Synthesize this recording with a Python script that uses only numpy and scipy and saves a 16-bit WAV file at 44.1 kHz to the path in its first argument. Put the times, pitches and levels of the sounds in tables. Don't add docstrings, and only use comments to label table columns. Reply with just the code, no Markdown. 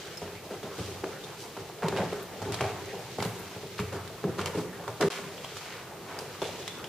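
import sys
import numpy as np
from scipy import signal
from scipy.fft import rfft, irfft
from scipy.io import wavfile
from scipy.ndimage import uniform_filter1d

SR = 44100
rng = np.random.default_rng(int(sys.argv[2]) if len(sys.argv) > 2 else 0)


def wav_out(sig):
    wavfile.write(sys.argv[1], SR, np.round(np.clip(np.atleast_2d(sig).T, -1, 1) * 32767).astype(np.int16))


N = 303408
TIME = np.arange(N) / SR
AGE = TIME[:16384]

# time in seconds, shuffle and wash in dB, rustle in dB, before gains and wavering.
BACKGROUND_LEVELS = [(0.0, -43, -46.5), (0.4, -45.5, -52.5), (0.75, -41.5, -50), (1.21, -43, -50),
                     (1.77, -45.5, -53), (1.99, -33.5, -46), (2.26, -44.5, -51.5), (2.53, -38.5, -48.5),
                     (3.29, -44.5, -48), (4.25, -44, -52), (4.46, -37, -51), (4.68, -42.5, -53),
                     (5.67, -45, -47.5), (5.92, -43, -54.5), (6.65, -43, -45.5), (6.88, -41.5, -53)]
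# frequency in Hz, relative density in dB per Hz.
HALL_AIR = [(25, -29), (50, -9), (75, -7), (100, 4.5), (135, 3.5), (185, 3), (260, -5), (400, 6.5),
            (600, -1.5), (1000, -4.5), (2000, -6), (4000, -11.5), (7000, -18), (12000, -34.5), (14500, -36)]
SHUFFLE_CENTRES_HZ = 2. ** np.arange(8, 11.5, .5)
# frequency in Hz, decay time t60 in seconds.
HALL_DECAY = [(100, 1.72), (400, 0.57), (1500, 0.99), (4000, 0.26), (12000, 0.97)]
# frequency in Hz, peak gain in dB, t60 in seconds.
STAIRWELL_MODES = [(168, -5, 0.65), (404, -2.5, 0.62)]
# frequency in Hz, side gain in dB.
DIFFUSE_SIDE = [(40, -6), (110, -18), (250, -14.5), (500, -13.5), (1000, -12.5), (2000, -7.5), (4000, -3),
                (8000, 0.5)]
# frequency in Hz, side gain in dB.
DIRECT_SIDE = [(40, -14), (110, -41), (200, -50), (400, -29), (700, -23), (1300, -15), (2400, -12),
               (4400, -3.5), (8000, 0)]
# loudest moment in seconds, level in dB, length in seconds, pitch in Hz.
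SHOE_SQUEAKS = [(.18, -44, .008, 5250), (1.245, -47, .012, 3620), (5.155, -45.5, .055, 1090),
                (6.75, -50, .07, 3500)]
# loudest moment in seconds, level in dB, rise time in seconds, resonance in Hz.
SOLE_SCUFFS = [(0.278, -45, 0.072, 940), (0.819, -46, 0.15, 3560), (1.243, -47.5, 0.016, 3600),
               (1.412, -48, 0.057, 4660), (1.98, -44, 0.017, 2380), (2.23, -51, 0.013, 13000),
               (2.539, -40, 0.025, 2650), (2.652, -49, 0.068, 900), (2.995, -57, .02, 13000),
               (3.233, -47, 0.018, 2200), (3.238, -52, 0.073, 12000), (3.395, -51, 0.023, 12100),
               (3.794, -38.5, 0.034, 1990), (3.8, -53, 0.026, 12000), (4.406, -40.5, 0.03, 2200),
               (4.472, -38, 0.016, 1800), (4.588, -47, 0.068, 3480), (5.024, -37, 0.0079, 1990),
               (5.116, -39, 0.098, 2470), (5.57, -44, 0.027, 3400), (5.659, -52.5, 0.03, 4160),
               (5.252, -48, 0.079, 950), (5.714, -43.5, 0.14, 1270), (6.121, -42, 0.14, 710),
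               (6.206, -52, 0.028, 8900), (6.455, -45.5, 0.077, 3100)]
# start in seconds, level in dB, length in seconds, middle pitch in Hz.
SOLE_CRUNCHES = [(1.572, -44, .04, 1300), (1.823, -36, 0.063, 1050), (1.925, -41, 0.032, 1100),
                 (1.993, -37, .04, 850), (1.964, -37, 0.068, 1800), (2.117, -47, .04, 1500),
                 (2.589, -39, 0.02, 1500), (2.61, -40.5, .03, 1590), (2.633, -41, 0.095, 1900),
                 (3.224, -41, 0.051, 2000), (3.791, -42, 0.035, 1200), (4.234, -46, .035, 1090),
                 (4.384, -41, 0.057, 1490), (4.46, -44, 0.024, 2200), (5.023, -31, .013, 1880),
                 (5.05, -42, .03, 2200), (5.172, -41, 0.031, 1300), (6.442, -40, 0.087, 3220)]
# time in seconds, crack level in dB, ring pitch in Hz, ring against crack in dB,
# brightness of the crack in dB per octave, sharpness Q of the ring.
HARD_TICKS = [(0.1728, -45.5, 5200, -0.5, 15, 11), (.6313, -46.5, 3450, 0, 0, 6),
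              (1.884, -34, 4020, -1.5, 5, 3.8), (1.9626, -42, 4300, -6, 0, 4),
              (1.972, -34.5, 3030, -2, -5, 5.1), (1.982, -42, 2310, -4, -6, 5.7),
              (2.522, -35, 3380, -13, 7, 5.4), (2.543, -32.5, 3630, -4, 5, 5),
              (2.6087, -32.5, 2400, 1, 0, 5.9), (2.858, -51, 4200, -5, 12, 5),
              (3.203, -33.5, 2080, -2.5, 2, 10), (3.225, -31.5, 4170, -4, -3.5, 4.7),
              (3.2504, -39, 3960, -8, 9, 4), (3.8005, -39, 3080, -5, 2, 4),
              (4.076, -44.5, 3700, -3, 6.5, 6), (4.413, -36, 3100, -5, -12, 4),
              (4.459, -33.5, 2880, -1.5, 9.5, 5), (4.4745, -45, 2700, -5, 10, 5),
              (4.8792, -35, 1120, 0.5, -5, 9.4), (5.0102, -26.5, 1500, -5, 6, 5.5),
              (5.0263, -31.5, 3000, -11, 3.5, 4), (5.379, -49, 3130, 3.5, -1, 9.6),
              (5.445, -37, 3180, -1.5, -8, 8.8), (5.569, -38.5, 3140, -5, 0, 5.4),
              (6.189, -40, 5000, -1, 9, 6.6), (6.418, -34, 3500, -2.5, 2.5, 15),
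              (6.6266, -44, 3540, -2, -1, 10), (6.678, -34, 3480, -0.5, 5.5, 12),
              (6.842, -41.5, 3100, 2, 3, 8.8)]
# multiple of the ring pitch, relative drive in dB.
PART_PARTIALS = [(.57, -18), (.88, 6), (1, 17.5), (1.09, -16), (1.6, 2), (2.15, -23)]
# frequency in Hz, gain in dB.
CRACK_COLOUR = [(200, -15), (900, 25.5), (3500, 6), (7000, -5), (15000, -28)]
# start in seconds, level in dB, pitch in Hz.
SHOE_CLACKS = [(.218, -45, 516), (.633, -40, 620), (1.0378, -30.5, 384), (1.042, -33, 1240),
               (1.07, -45, 420), (1.567, -39, 855), (1.591, -46, 520), (1.6985, -38.5, 764),
               (1.832, -32, 950), (1.845, -27, 533), (1.883, -26, 370), (1.926, -32.5, 1000),
               (1.986, -25.5, 480), (2.017, -37, 1710), (2.006, -32, 644), (2.13, -32.5, 453),
               (2.6084, -29, 750), (2.617, -40, 680), (2.646, -43, 500), (3.1853, -29, 546),
               (3.224, -37, 1110), (3.792, -30, 1150), (4.2415, -36, 1190), (4.24, -32, 228),
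               (4.293, -29, 370), (4.393, -31, 1200), (4.4607, -36, 1010), (4.575, -29, 383),
               (4.597, -37, 710), (5.011, -34, 1700), (5.027, -28.5, 1330), (5.032, -31, 1480),
               (5.19, -34, 605), (6.4191, -29, 447), (6.4244, -28, 422), (6.491, -32.5, 525),
               (6.679, -46, 605)]
# heel start in seconds, knock level in dB, slap against knock in dB,
# weight on the flight against knock in dB, roll-on time of the heel in seconds,
# brightness of the knock in dB per octave, pitch of the boom in Hz, ball of the foot against heel in dB.
FOOTFALLS = [(.214, -37.5, -6.5, -4, 0.0038, -3, 147, -7), (.502, -38, -5.5, -6.5, 0.0048, 0, 172, -1.5),
             (.626, -38, -7, 0, 0.0065, -2, 156, -5), (.779, -36, -7, 2, 0.012, -20, 105, -10),
             (1.033, -32, -10, -18, 0.0041, -6, 190, -5), (1.565, -39.5, -1, -4.5, 0.0025, -10, 133, -8),
             (1.696, -55, -13, 4, 0.0023, 0, 139, -14), (1.821, -28.5, -13, 2, 0.0099, 8, 169, -5.5),
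             (1.921, -31.5, -20, -6.5, 0.0041, -1, 195, -3), (1.98, -28, -17, -1.5, 0.0084, 4, 180, -6),
             (2.119, -32.5, -5.5, -10, 0.0077, -12, 185, -7), (2.416, -38.5, 1.5, 1, 0.002, 21, 135, -9),
             (2.452, -36.5, -19, -2.5, 0.0061, -18, 126, 2.5),
             (2.606, -27, -10.5, -3.5, 0.0016, 8, 138, -6), (2.675, -37, -3, -7, 0.0094, -10, 134, -13),
             (2.931, -36, -16, -8, 0.0035, -4.5, 165, -21), (3.181, -31.5, -8, -2, 0.0031, -8, 149, -5),
             (3.24, -38, 0, 8, 0.0095, 2, 137, -11), (3.545, -41, -11, 0, .0072, -2, 155, -9),
             (3.628, -39, -17, -1, 0.0026, -1, 138, -25), (3.789, -32.5, -18, 3, 0.0038, -14, 123, -8),
             (3.917, -35, -3.5, -3.5, 0.011, 0, 138, -4), (4.237, -27.5, -20, 1.5, 0.0027, -8, 168, -7.5),
             (4.373, -33.5, -3, -2.5, 0.012, -3, 140, -6.5), (4.544, -32.5, -8.5, 2, 0.0046, -22, 178, 0.5),
             (4.876, -36, -2.5, -2.5, 0.0024, 8, 155, -11), (5.002, -23, -10, -10.5, 0.007, -8, 195, -7),
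             (5.029, -24.5, -23, -1.5, 0.0036, -3.5, 194, -5.5),
             (6.418, -30.5, -7, -11, .002, 6.5, 181, -8)]
# frequency in Hz, relative level in dB, t60 in seconds.
TREAD_MODES = [(294, -10, 0.039), (362.5, -8.5, 0.11), (403, 0, 0.072), (451, -2.5, 0.062),
               (495, -9.5, 0.1), (546, -8, 0.068), (632, -4.5, 0.047), (745, -3.5, 0.035), (873, -3, 0.024),
               (1060, -32, 0.01)]
# frequency in Hz, relative level in dB, t60 in seconds.
FLIGHT_MODES = [(67.7, -15, 0.16), (93.8, -8, 0.49), (117, -1, 0.15), (148, -3.5, 0.15), (180.5, 1, 0.09),
                (224, -0.5, 0.063), (278, 14, 0.011), (381, 1.5, 0.079)]
# frequency in Hz, gain in dB.
SLAP_COLOUR = [(150, -16), (500, 1.5), (900, -3.5), (1400, -3), (2200, -11.5), (4000, -16), (8000, -21.5),
               (15000, -36)]

SHUFFLE_GAIN_DB, RUSTLE_GAIN_DB = -2, -1
SHUFFLE_WANDER_DB, SHUFFLE_WANDER_PER_S = 2.4, 13
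RUSTLES_PER_S, RUSTLE_LENGTH_S, RUSTLE_DB, RUSTLE_SPREAD_DB = 14, .018, -5.5, 1.5
RUSTLE_HZ, RUSTLE_SPREAD_OCTAVES = 750, .55
STAIRWELL_Q, SQUEAK_Q = 4.2, 24
GRAINS_PER_S, GRAIN_DB = 320, 19
SLIPS_PER_S, SLIP_SCATTER_DB, SLIP_SPREAD_OCTAVES, SLIP_Q = 420, 3.5, .6, 4
CRUNCH_FADE_DB = -13
CRACK_T60_S, TICK_RISE_S = .011, .0007
TICK_LINGER_DB, TICK_LINGER_T60_S, LINGER_Q = -21, 0.7, 10
CLACK_Q, CLACK_GRIT_DB, CLACK_T60_S = 1.53, -26.5, 0.038
TREAD_PIVOT_HZ = 450
BALL_DELAY_S, BALL_ROLL_S = .028, 0.00788
WEIGHT_DELAY_S, WEIGHT_DELAY_PER_ROLL = .002, 1.164
FAR_STRIDE_S, FAR_STRIDE_SPREAD, FAR_STEP_DB = .6, .25, -43.5
STEP_WET_DB, CLACK_WET_DB, CRUNCH_WET_DB, SCUFF_WET_DB, TICK_WET_DB = -10, -8.5, -6.5, -3.5, -5.5
DIP_START_S, DIP_END_S, DIP_DB = 5.086, 5.101, -26
BASS_EDGE_HZ, BASS_DIP_DB, BASS_RETURN_S = 560, -13, 0.082
TOP_HZ = 15100


def undb(db):
    return 10 ** (np.asarray(db) / 20)


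def on_log_axis(points, hz):
    f, value = np.transpose(points)
    return np.interp(np.log(hz + 1), np.log(f), value)


def colour(x, points):
    n = x.shape[-1]
    gain = undb(on_log_axis(points, np.fft.rfftfreq(n, 1 / SR)))
    return irfft(rfft(x) * gain, n)


def resonate(x, hz, q):
    w = 2 * np.pi * min(hz, SR / 2 - 1) / SR
    a = np.sin(w) / (2 * q)
    return signal.lfilter([a, 0, -a], [1 + a, -2 * np.cos(w), 1 - a], x)


def noise(size):
    return rng.standard_normal((2, size))


def level(x, db):
    return x * undb(db) / np.sqrt(np.mean(x ** 2))


def crest(x, db):
    loudest = uniform_filter1d(x ** 2, SR // 125).max(axis=-1, keepdims=True)
    return x * undb(db) / np.sqrt(loudest)


def fade(t60):
    return np.exp(-np.log(1000) * AGE / t60)


def onset(roll_s):
    return 1 - np.exp(-(AGE / roll_s) ** 2)


def walk(rate):
    knots = rng.standard_normal(N // 100)
    return level(np.interp(TIME * rate, np.arange(len(knots)), knots), 0)


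def grit(size, spread_db):
    strength = undb(spread_db * rng.standard_normal(size // 32 + 1))
    return noise(size) * np.repeat(strength, 32)[:size]


def add(track, s, sound):
    start = max(int(s * SR), 0)
    track[:, start:start + sound.shape[1]] += sound[:, :N - start]


def microphone_hiss():
    return level(noise(N), -56.0)


def wander(x):
    spectrum, octave = rfft(x), np.log2(np.fft.rfftfreq(N, 1 / SR) + 1)
    out = x
    for centre in SHUFFLE_CENTRES_HZ:
        weight = np.clip(1 - 2 * abs(octave - np.log2(centre)), 0, 1)
        band = irfft(spectrum * weight, N)
        out = out + band * (undb(SHUFFLE_WANDER_DB * walk(SHUFFLE_WANDER_PER_S)) - 1)
    return out


def shuffle_and_rustle():
    s, *columns = np.transpose(BACKGROUND_LEVELS)
    shuffle_db, rustle_db = (np.interp(TIME, s, c) for c in columns)
    low_pass = signal.butter(2, 1800, fs=SR, output="sos")
    air = colour(noise(N), HALL_AIR)
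    shuffle = level(wander(signal.sosfiltfilt(low_pass, air)), SHUFFLE_GAIN_DB)
    shuffle = shuffle * undb(shuffle_db + 0.47 * walk(30))
    grains = colour(grit(N, spread_db=1.5), HALL_AIR)
    flutter_db = .8 * walk(45)
    rustle = level(grains - signal.sosfiltfilt(low_pass, grains), RUSTLE_GAIN_DB)
    return shuffle + rustle * undb(rustle_db + flutter_db)


def rustles():
    out, count = np.zeros((2, N)), int(RUSTLES_PER_S * N / SR)
    times, shuffle_db, _ = np.transpose(BACKGROUND_LEVELS)
    starts = rng.random(count) * N / SR
    for s, (size, pitch) in zip(starts, rng.standard_normal((count, 2))):
        hz = RUSTLE_HZ * 2 ** (RUSTLE_SPREAD_OCTAVES * pitch)
        swell = AGE * np.exp(-AGE / RUSTLE_LENGTH_S)
        brush = resonate(grit(len(AGE), spread_db=1), hz, q=5.5) * swell
        db = np.interp(s, times, shuffle_db) + RUSTLE_DB + RUSTLE_SPREAD_DB * size
        add(out, s, crest(brush, db))
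    return out


def hall(x, wet_db):
    tail, hz = 0, np.fft.rfftfreq(SR, 1 / SR)
    spectrum, t = rfft(noise(SR)), TIME[:SR]
    for centre in 2. ** np.arange(6, 15):
        band = irfft(spectrum * np.clip(1 - abs(np.log2((hz + 1) / centre)), 0, 1), SR)
        tail = tail + band * np.exp(-np.log(1000) * t / on_log_axis(HALL_DECAY, centre))
    tail = tail * (1 - np.exp(-t / 0.0029))
    unit_tail = tail / np.sqrt(np.sum(tail ** 2) / 2)
    return undb(wet_db) * signal.fftconvolve(x, unit_tail, axes=1)[:, :N]


def stairwell(x):
    rings = 0
    for hz, db, t60 in STAIRWELL_MODES:
        cluster = resonate(resonate(noise(SR), hz, STAIRWELL_Q), hz, STAIRWELL_Q)
        ring = cluster * np.exp(-np.log(1000) * TIME[:SR] / t60)
        rings = rings + undb(db) * ring / abs(rfft(ring)).max(axis=1, keepdims=True)
    return signal.fftconvolve(x, rings, axes=1)[:, :N]


def squeaks():
    out = np.zeros((2, N))
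    for s, db, length, hz in SHOE_SQUEAKS:
        tone = resonate(resonate(noise(len(AGE)), hz, SQUEAK_Q), hz, SQUEAK_Q)
        swell = np.exp(-(AGE / length - 2) ** 2)
        add(out, s - 2 * length, crest(tone * swell, db))
    return out


def scuffs():
    out = np.zeros((2, N))
    for s, db, length, hz in SOLE_SCUFFS:
        swell = (AGE / length * np.exp(1 - AGE / length)) ** 5
        grains = noise(len(AGE)) * (rng.random(len(AGE)) < GRAINS_PER_S / SR)
        rub = grit(len(AGE), spread_db=3.0) + undb(GRAIN_DB) * grains
        hiss = resonate(resonate(rub, hz, q=0.91), hz, q=0.27)
        add(out, s - length, crest(hiss * swell, db))
    return out


def crunches():
    out = np.zeros((2, N))
    impulse = np.eye(1, len(AGE) // 32)[0]
    for s, db, length, hz in SOLE_CRUNCHES:
        run = np.zeros((2, len(AGE)))
        for k, (early, size, pitch, side) in enumerate(rng.standard_normal((64, 4))):
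            age = abs(k + .4 * early) / SLIPS_PER_S
            if age < length:
                slip_hz = hz * 2 ** (SLIP_SPREAD_OCTAVES * np.clip(pitch, -2, 2))
                slip = resonate(resonate(impulse, slip_hz, SLIP_Q), slip_hz, q=0.31)
                slip_db = SLIP_SCATTER_DB * size + CRUNCH_FADE_DB * age / length
                add(run, age, np.outer([1, side], level(slip, slip_db)))
        add(out, s, crest(run, db))
    return out


def ticks():
    out = np.zeros((2, N))
    for s, db, hz, ring_db, tilt, q in HARD_TICKS:
        tone = [(f, crack_db + tilt * np.log2(f / hz)) for f, crack_db in CRACK_COLOUR]
        crack = colour(noise(len(AGE)), tone) * (fade(CRACK_T60_S) + undb(-13) * fade(0.045))
        linger = undb(TICK_LINGER_DB) * q / LINGER_Q * fade(TICK_LINGER_T60_S)
        rattle = noise(len(AGE)) * (fade(0.029) + linger)
        ring = sum(undb(part_db) * resonate(rattle, k * hz, q) for k, part_db in PART_PARTIALS)
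        rise = onset(TICK_RISE_S)
        add(out, s - TICK_RISE_S, crest(crack * rise, db) + crest(ring * rise, db + ring_db))
    return out


def clacks():
    out = np.zeros((2, N))
    for s, db, hz in SHOE_CLACKS:
        force = undb(CLACK_GRIT_DB) * noise(len(AGE)) * fade(CLACK_T60_S)
        force[0, 0] += 1
        add(out, s, crest(resonate(resonate(force, hz, CLACK_Q), hz, CLACK_Q), db))
    return out


def strike(modes, lowest_hz, roll_s, settle_db, settle_t60, scatter_db, detune):
    force = undb(settle_db) * noise(len(AGE)) * fade(settle_t60)
    force[0, 0] += 1
    ring = 0
    for hz, db, t60 in modes:
        size, shift, sign = rng.standard_normal(3)
        swing = np.sign(sign) * np.sin(2 * np.pi * hz * (1 + detune * shift) * AGE)
        ring = ring + undb(db + scatter_db * size) * fade(t60) * swing
    shake = signal.fftconvolve(force, ring[None], axes=1)[:, :len(AGE)] * onset(roll_s)
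    return signal.sosfilt(signal.butter(2, lowest_hz, "high", fs=SR, output="sos"), shake)


def contact(knock_db, slap_db, weight_db, roll_s, tilt, boom_hz):
    tread = [(hz, db + tilt * np.log2(hz / TREAD_PIVOT_HZ), t60) for hz, db, t60 in TREAD_MODES]
    knock = strike(tread, lowest_hz=286, roll_s=roll_s, settle_db=-28.5, settle_t60=0.23,
                   scatter_db=0.5, detune=0.029)
    flight = [(hz, db - 9 * abs(np.log2(hz / boom_hz)), t60) for hz, db, t60 in FLIGHT_MODES]
    boom = strike(flight, lowest_hz=0.58 * boom_hz, roll_s=0.0055, settle_db=-34.0, settle_t60=0.16,
                  scatter_db=2.0, detune=0.0082)
    late = int((WEIGHT_DELAY_S + WEIGHT_DELAY_PER_ROLL * roll_s) * SR)
    boom = np.pad(boom, ((0, 0), (late, 0)))[:, :len(AGE)]
    slap = colour(grit(len(AGE), spread_db=4.5), SLAP_COLOUR)
    slap = slap * fade(0.16 + 4 * roll_s) * onset(roll_s)
    return crest(knock, knock_db) + crest(slap, knock_db + slap_db) + crest(boom, knock_db + weight_db)


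def far_steps():
    rows = []
    for k, early in enumerate(rng.standard_normal(int(N / SR / FAR_STRIDE_S))):
        s = (k + .5 + FAR_STRIDE_SPREAD * early) * FAR_STRIDE_S
        rows.append((s, FAR_STEP_DB, -11, -5, .008, -3, 140, -7.5))
    return rows


def footfalls():
    out = np.zeros((2, N))
    for s, db, slap_db, weight_db, roll_s, tilt, boom_hz, ball_db in list(FOOTFALLS) + far_steps():
        heel = contact(db, slap_db, weight_db, roll_s, tilt, boom_hz)
        ball = undb(ball_db) * contact(db, slap_db, weight_db, BALL_ROLL_S, tilt, boom_hz)
        add(out, s, heel)
        add(out, s + BALL_DELAY_S, ball)
    return out


def scene():
    feet, soles, clicks = footfalls(), scuffs(), ticks()
    heels, grips = clacks(), crunches()
    send = undb(STEP_WET_DB) * feet + undb(CLACK_WET_DB) * heels + undb(CRUNCH_WET_DB) * grips
    send = send + undb(SCUFF_WET_DB) * soles + undb(TICK_WET_DB) * clicks
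    echo = stairwell(feet) + hall(send, wet_db=0.6)
    direct = feet + heels + grips + soles + clicks
    diffuse = echo + shuffle_and_rustle() + rustles() + squeaks() + microphone_hiss()
    mid = direct[0] + diffuse[0]
    side = colour(direct[1], DIRECT_SIDE) + colour(diffuse[1], DIFFUSE_SIDE)
    return np.array([mid + side, mid - side])


def record(dry):
    gap = uniform_filter1d(1. * ((TIME > DIP_START_S) & (TIME < DIP_END_S)), size=64)
    bass = signal.sosfiltfilt(signal.butter(2, BASS_EDGE_HZ, fs=SR, output="sos"), dry)
    recovery = np.exp(-((TIME - DIP_END_S) / BASS_RETURN_S) ** 2)
    bass_db = BASS_DIP_DB * (TIME > DIP_START_S) * recovery
    thinned = dry + bass * (undb(bass_db) - 1)
    top_cut = signal.ellip(8, .2, 70, TOP_HZ, fs=SR, output="sos")
    return signal.sosfilt(top_cut, thinned * undb(DIP_DB * gap))


dry = scene()
out = record(dry)
wav_out(out)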